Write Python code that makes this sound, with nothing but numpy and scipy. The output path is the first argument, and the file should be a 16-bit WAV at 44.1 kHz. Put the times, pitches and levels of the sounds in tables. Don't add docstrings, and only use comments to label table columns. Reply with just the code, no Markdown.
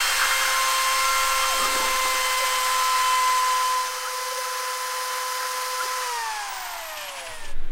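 import sys
import numpy as np
from scipy import signal
from scipy.fft import rfft, irfft, next_fast_len
from scipy.io import wavfile

SR = 44100
rng = np.random.default_rng(int(sys.argv[2]) if len(sys.argv) > 2 else 0)


def output_pcm(signal):
    pcm = np.clip(np.atleast_2d(signal).T, -1, 1) * 32767
    wavfile.write(sys.argv[1], SR, np.round(pcm).astype(np.int16))


N = 340375
T = np.arange(N) / SR
RELEASE_S = 6.02
GEAR_RATIO = 2.586


# t/s, f/Hz
MOTOR_SPEED = [(0.0, 528.5), (0.25, 526.8), (0.8, 525.6), (1.3, 526.6), (1.6, 525.4), (2.25, 514.3),
               (2.7, 512.4), (3.3, 509.4), (4.3, 507.6)]

def motor_speed(friction=117.3, air_drag=0.000597):
    powered, = curves(MOTOR_SPEED)
    balance_speed = np.sqrt(friction / air_drag)
    braking = np.sqrt(friction * air_drag) * np.maximum(T - RELEASE_S, 0)
    speed = balance_speed * np.tan(np.arctan(powered / balance_speed) - braking)
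    return speed, np.log2(powered / speed)


# t/s, level/dB
HUM_LEVEL = [(0, -48), (.4, -41), (.8, -41), (1.75, -37), (2.6, -39.5), (2.95, -44), (4.35, -41),
             (4.8, -42), (6.12, -40), (6.3, -52.5)]
# t/s, level/dB
WHINE_LEVEL = [(0.02, -47), (.2, -35), (.4, -33), (.6, -25.5), (1.55, -28), (1.75, -30), (1.98, -26.5),
               (2.15, -28.5), (2.65, -27.5), (2.85, -23.5), (3.25, -21.5), (3.8, -24.5), (3.96, -39),
               (4.15, -33), (6.3, -31), (6.55, -40.5), (7.15, -46), (7.5, -62)]
# t/s, level/dB
OCTAVE_LEVEL = [(0.1, -41), (.38, -30), (.78, -41), (1.17, -31), (1.58, -40.5), (1.83, -34), (2.5, -34.5),
                (2.78, -43), (3.22, -36), (3.7, -47.5), (6.0, -49), (6.38, -43), (6.55, -48), (7.5, -50)]

def motor_whine(turns, speed, slowed):
    blades = np.sin(2 * np.pi * turns / 24 + 1.25 * drift(8.6))
    throb_depth = 0.19 + 0.35 * swell(4.35, 0.92)
    hum = tone(turns, curves(HUM_LEVEL)[0] - 20 * slowed, waver=0.12, waver_hz=26.2)
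    whine = tone(2 * turns, curves(WHINE_LEVEL)[0], waver=0.032 + 0.22 * slowed, waver_hz=18)
    octave_db = curves(OCTAVE_LEVEL)[0] + housing_boost_db(4 * speed)
    octave = tone(4 * turns, octave_db, waver=0.16, waver_hz=6.4)
    return hum * (1 + throb_depth * blades) + whine + octave


# t/s, level/dB
GEAR_LEVEL = [(0, -47), (.6, -36), (.8, -49), (1.08, -29), (1.5, -34), (2.35, -47), (2.85, -33),
              (3.35, -42), (4.6, -48), (6.0, -43), (6.13, -41), (6.35, -44), (7.15, -52), (7.3, -42.5),
              (7.5, -50)]

def gear_whine(turns, over_bucket):
    return tone(GEAR_RATIO * turns, curves(GEAR_LEVEL)[0], waver=0.19 + 0.33 * over_bucket, waver_hz=20)


# multiple of the motor rate, multiple of the gear rate, level/dB by the drill,
# level/dB over the bucket, gain/dB per octave of slowing, gain/dB at the crest of a swing
HIGH_TONES = [(6, 0, -40, -43, -8.5, 2.5), (0, 2, -44, -48.5, -7, 1.5), (0, 3, -53, -54.5, 5.5, -1),
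              (1, 2, -51, -64, -30, -4), (7, 0, -50, -51, -32, -2), (8, 0, -47.5, -48.5, -30, 2.5),
              (6, 1, -47.5, -60, -30, 0), (10, 0, -47, -43, -45, 1), (12, 0, -46, -46, -30, -0.5),
              (16, 0, -56, -59, -30, 2), (26, 0, -61, -72, -30, 0)]

def overtones(turns, speed, slowed, near_db, over_bucket):
    unloaded_db = 2.8 * (1 - ramp(0.54, 4.1))
    swing = np.cos(2 * np.pi * (T - 0.05) / 0.758)
    moving = 1 - 0.85 * over_bucket
    out = np.zeros(N)
    for motor, gear, drill_db, bucket_db, coast_db, swing_db in HIGH_TONES:
        ratio = motor + gear * GEAR_RATIO
        level_db = near_db + drill_db + (bucket_db - drill_db) * over_bucket + coast_db * slowed
        level_db += unloaded_db * ratio / 6.8 + housing_boost_db(ratio * speed)
        level_db += (swing_db * swing + 1.7 * drift(3)) * moving
        out += tone(ratio * turns, level_db, waver=0.24 + 0.015 * ratio, waver_hz=6 + 1.23 * ratio)
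    return out


def housing_boost_db(hz, ring_hz=1848, width_hz=163, peak_db=8):
    return peak_db * np.exp(-((hz - ring_hz) / width_hz) ** 2)


def contact_whistle(turns, slowed, contacts=40):
    return tone(contacts * turns, -46 - 11.5 * slowed, waver=1.44, waver_hz=90) * ramp(6.2, 0.2)


# f/Hz, level/dB
FAN_COLOUR = [(150, -62), (400, -17), (650, -10), (850, -1), (1050, 2), (1400, 0.5), (1700, 2), (2200, -4),
              (3200, -13.5), (6000, -48)]
# f/Hz, level/dB
VENT_COLOUR = [(900, -36), (1250, -1), (1450, 2.5), (1680, 2), (1900, -6), (2500, -39)]

def cooling_fan(slowed, near_db, facing_s=0.17):
    rush = noise(FAN_COLOUR, (1420, 1950))
    whirr = noise(VENT_COLOUR, (1200, 1900))
    rush_db = -32 + 1.48 * near_db - 9.2 * slowed + 0.87 * drift(13)
    facing = gain_of(-27 - np.maximum(75 * (facing_s - T), 18 * (T - facing_s)))
    returning = gain_of(-43) * ramp(4.06, 0.43) * (1 - ramp(RELEASE_S, 0.21))
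    return rush * gain_of(rush_db) + whirr * (facing + returning) * gain_of(2.6 * drift(15))


# f/Hz, level/dB
HISS_BESIDE = [(1500, -26), (3000, -8), (4100, 1.5), (5100, 1.5), (6500, -1), (8300, 1.5), (9300, -2.5),
               (10500, -8.5), (13000, -6), (15500, -12)]
# f/Hz, level/dB
HISS_ABOVE = [(1500, -36), (3400, -6.5), (4400, 2), (5100, 3), (6600, 1), (7800, -4), (9000, -0.5),
              (10500, -4.5), (12000, -4), (14000, -10), (15500, -9.5)]

def brush_hiss(slowed, near_db, over_bucket):
    beside = noise(HISS_BESIDE, (4400, 8400))
    above = noise(HISS_ABOVE, (4400, 8400))
    bucket_share = over_bucket * (1 - 0.62 * ramp(6.2, 0.64))
    hiss = np.sqrt(1 - bucket_share) * beside + np.sqrt(bucket_share) * above
    dull = signal.sosfiltfilt(signal.butter(8, 9600, fs=SR, output="sos"), hiss)
    treble_db = -6 * ramp(5.65, 0.86) - 2 * swell(3.6, 1.0)
    hiss = dull + (hiss - dull) * gain_of(treble_db)
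    return hiss * gain_of(-30.5 + 1.17 * near_db - 10.8 * slowed + 0.57 * drift(61))


# f/Hz, level/dB
RASP_COLOUR = [(1200, -34), (2100, -0.5), (2700, 0), (3300, -1), (4200, -11.5), (6000, -12)]

def gear_rasp(slowed, near_db):
    level_db = -32.5 + 2.27 * near_db - 1.4 * slowed + 0.59 * drift(110)
    return noise(RASP_COLOUR, (2250, 3600)) * gain_of(level_db)


# t/s, level/dB, half-length/s
GEAR_RUBS = [(6.978, -38, 0.014), (7.023, -39, 0.1), (7.094, -36.5, 0.028), (7.19, -39, 0.063),
             (7.27, -38.5, .02), (7.324, -45, 0.025), (7.456, -42, 0.029)]
# f/Hz, level/dB
RUB_COLOUR = [(1200, -19), (1800, -2), (2100, -12), (2450, 2), (2750, -3), (3100, 1.5), (3600, -12),
              (5000, -9), (8000, -14), (11000, -32)]

def gear_scrapes():
    return noise(RUB_COLOUR, (2250, 3600)) * swells(GEAR_RUBS) * gain_of(1.5 * drift(270))


# f/Hz, level/dB
CHURN_COLOUR = [(60, -23), (140, -19), (200, -3.5), (280, -1.5), (450, 1), (800, -4), (1200, 0),
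                (2500, -24)]
# t/s, level/dB, half-length/s
GLAZE_SURGES = [(1.63, -46, 0.17), (1.82, -44.5, 0.23), (2.08, -53.5, .2), (2.7, -71, .3),
                (5.86, -65, 0.063), (6.5, -78, 0.11), (7.3, -65, 0.39)]
# f/Hz, level/dB
GLAZE_SLOSH = [(400, -40), (600, -11), (850, 1), (1030, 5.5), (1200, -13), (1700, -31)]
# t/s, level/dB, f/Hz, half-length/s, rise/octaves per half-length
GLAZE_GULPS = [(1.447, -26, 1230, 0.047, 0.18), (1.52, -30.5, 730, 0.067, -0.33),
               (1.636, -22.5, 1226, 0.059, 0.0091), (1.825, -25.5, 890, 0.057, 0.024),
               (2.425, -33, 548, 0.059, -0.13), (3.885, -32, 1405, 0.029, 0.057),
               (3.97, -34, 1270, 0.038, 0.16), (4.057, -28, 1300, .025, -0.07),
               (4.075, -25.5, 1395, 0.02, 0.23), (4.325, -33, 520, .025, 0),
               (4.385, -31, 524, 0.033, 0.025), (4.452, -34, 1300, .025, 0.09),
               (5.808, -28, 1380, 0.031, 0.21), (5.853, -44, 396, 0.052, 0.67),
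               (6.095, -32, 1290, 0.047, 0.13)]

def glaze(slowed, near_db):
    stirring = gain_of(-61 + 2.1 * near_db - 5.3 * slowed) + swells(GLAZE_SURGES)
    churn = noise(CHURN_COLOUR, (150, 400)) * stirring * gain_of(3.1 * drift(25))
    slosh = noise(GLAZE_SLOSH, (600, 1200)) * gain_of(-35 - 9.5 * slowed + drift(14))
    bubbles = blips(GLAZE_GULPS) * (1 + 0.5 * drift(61))
    return churn + slosh * ramp(5.9, 0.76) + bubbles


# t/s, level/dB
HAND_MOTION = [(0, -39), (.3, -38.5), (.75, -47), (1.24, -36.5), (1.92, -36), (2.4, -44.5), (3.4, -48),
               (4.2, -59), (5.4, -61), (6.75, -48), (7.22, -54), (7.36, -37), (7.57, -17), (7.72, -22.5)]
# f/Hz, level/dB
RUMBLE_COLOUR = [(15, 17), (35, 11), (55, 7), (100, -3), (140, -6.5), (300, -20), (800, -50)]
# t/s, level/dB, f/Hz, half-length/s, rise/octaves per half-length
HAND_BUMPS = [(3.03, -57, 88.4, 0.18, 0), (6.6, -64, 141, .06, 0), (7.31, -47, 88, 0.049, 0)]

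def microphone_handling(sway_hz=11.7):
    motion_db, = curves(HAND_MOTION)
    rumble_db = -36.5 + 0.86 * np.minimum(motion_db, -20)
    rumble = noise(RUMBLE_COLOUR, (50, 140)) * gain_of(rumble_db + 1.7 * drift(5))
    sway = tone(sway_hz * T, motion_db + 0.7 * drift(3.3), waver=0.051, waver_hz=1.7)
    return sway + rumble + blips(HAND_BUMPS)


# f/Hz, level/dB
AIR_COLOUR = [(60, -7), (150, -5), (350, 0.5), (600, -5.5), (1000, -7.5), (1750, -4.5), (2500, -11),
              (3800, -13), (4800, -22), (9000, -27.5), (15500, -30)]
# f/Hz, level/dB
ROOM_TONES = [(75, -64), (113, -61), (242, -66), (363, -59)]

def room():
    air = gain_of(-49) * noise(AIR_COLOUR, (150, 8000))
    hum = sum(tone(hz * T, db, waver=0.2, waver_hz=5) for hz, db in ROOM_TONES)
    return (air + hum) * ramp(7.25, 0.37)


def tone(turns, level_db, waver, waver_hz):
    angle = 2 * np.pi * ((turns + rng.random()) % 1)
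    wave = (1 + waver * drift(waver_hz)) * np.cos(angle) + waver * drift(waver_hz) * np.sin(angle)
    return np.sqrt(2) * gain_of(level_db) * wave


def noise(colour, band_hz):
    size = next_fast_len(N, True)
    hz = np.fft.rfftfreq(size, 1 / SR)
    points_hz, points_db = np.transpose(colour)
    shape = gain_of(np.interp(np.log(hz + 1), np.log(points_hz), points_db))
    shape /= 1 + (hz / points_hz[-1] / 2) ** 4
    band_power = np.sum(shape[(hz > band_hz[0]) & (hz < band_hz[1])] ** 2) / len(hz)
    return irfft(rfft(rng.standard_normal(size)) * shape, size)[:N] / np.sqrt(band_power)


def blips(rows):
    out = np.zeros(N)
    for s, db, hz, half_s, rise in rows:
        near = abs(T - s) < half_s
        turns = np.cumsum(hz * 2 ** (rise * (T[near] - s) / half_s)) / SR
        out[near] += gain_of(db) * swell(s, half_s)[near] * np.sin(2 * np.pi * turns)
    return out


def drift(rate_hz):
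    size = N // 32 + 2
    hz = np.fft.rfftfreq(size, 32 / SR)
    coarse = irfft(rfft(rng.standard_normal(size)) / (1 + (hz / rate_hz) ** 4))
    wobble = np.interp(T, np.linspace(0, T[-1], len(coarse)), coarse)
    return wobble / np.sqrt(np.mean(wobble ** 2))


def swell(peak_s, half_s):
    return np.clip(1 - ((T - peak_s) / half_s) ** 2, 0, 1) ** 4


def swells(rows):
    return sum(gain_of(db) * swell(s, half_s) for s, db, half_s in rows)


def ramp(start_s, length_s):
    return np.sin(np.pi / 2 * np.clip((T - start_s) / length_s, 0, 1)) ** 2


def curves(rows):
    s, *columns = np.transpose(rows)
    return [np.interp(T, s, column) for column in columns]


def gain_of(db):
    return 10 ** (np.asarray(db) / 20)


# t/s, level/dB
DRILL_NEARNESS = [(0, 0), (.85, -1), (2.76, -1.72), (3.59, -3), (4.05, -6), (4.5, -5.5), (5.9, -5)]

def scene():
    speed, slowed = motor_speed()
    turns = np.cumsum(speed * (1 + 0.00063 * drift(15.5))) / SR
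    near_db, = curves(DRILL_NEARNESS)
    over_bucket = ramp(3.1, 1.0)
    mixing = motor_whine(turns, speed, slowed) + gear_whine(turns, over_bucket)
    mixing += overtones(turns, speed, slowed, near_db, over_bucket) + contact_whistle(turns, slowed)
    mixing += cooling_fan(slowed, near_db) + brush_hiss(slowed, near_db, over_bucket)
    mixing += gear_rasp(slowed, near_db) + glaze(slowed, near_db)
    fade = gain_of(-4.5 * ramp(7.25, 0.34))
    cut_off = 1 - ramp(7.5, 0.055)
    mono = (mixing * fade + gear_scrapes()) * cut_off + microphone_handling() + room()
    mono *= signal.windows.tukey(N, 0.002)
    return np.array([mono, mono])


def record(dry, top_hz=15850):
    low_pass = signal.firwin(801, top_hz, window=("kaiser", 9), fs=SR)
    return signal.oaconvolve(dry, low_pass[None], "same")


dry = scene()
out = record(dry)
output_pcm(out)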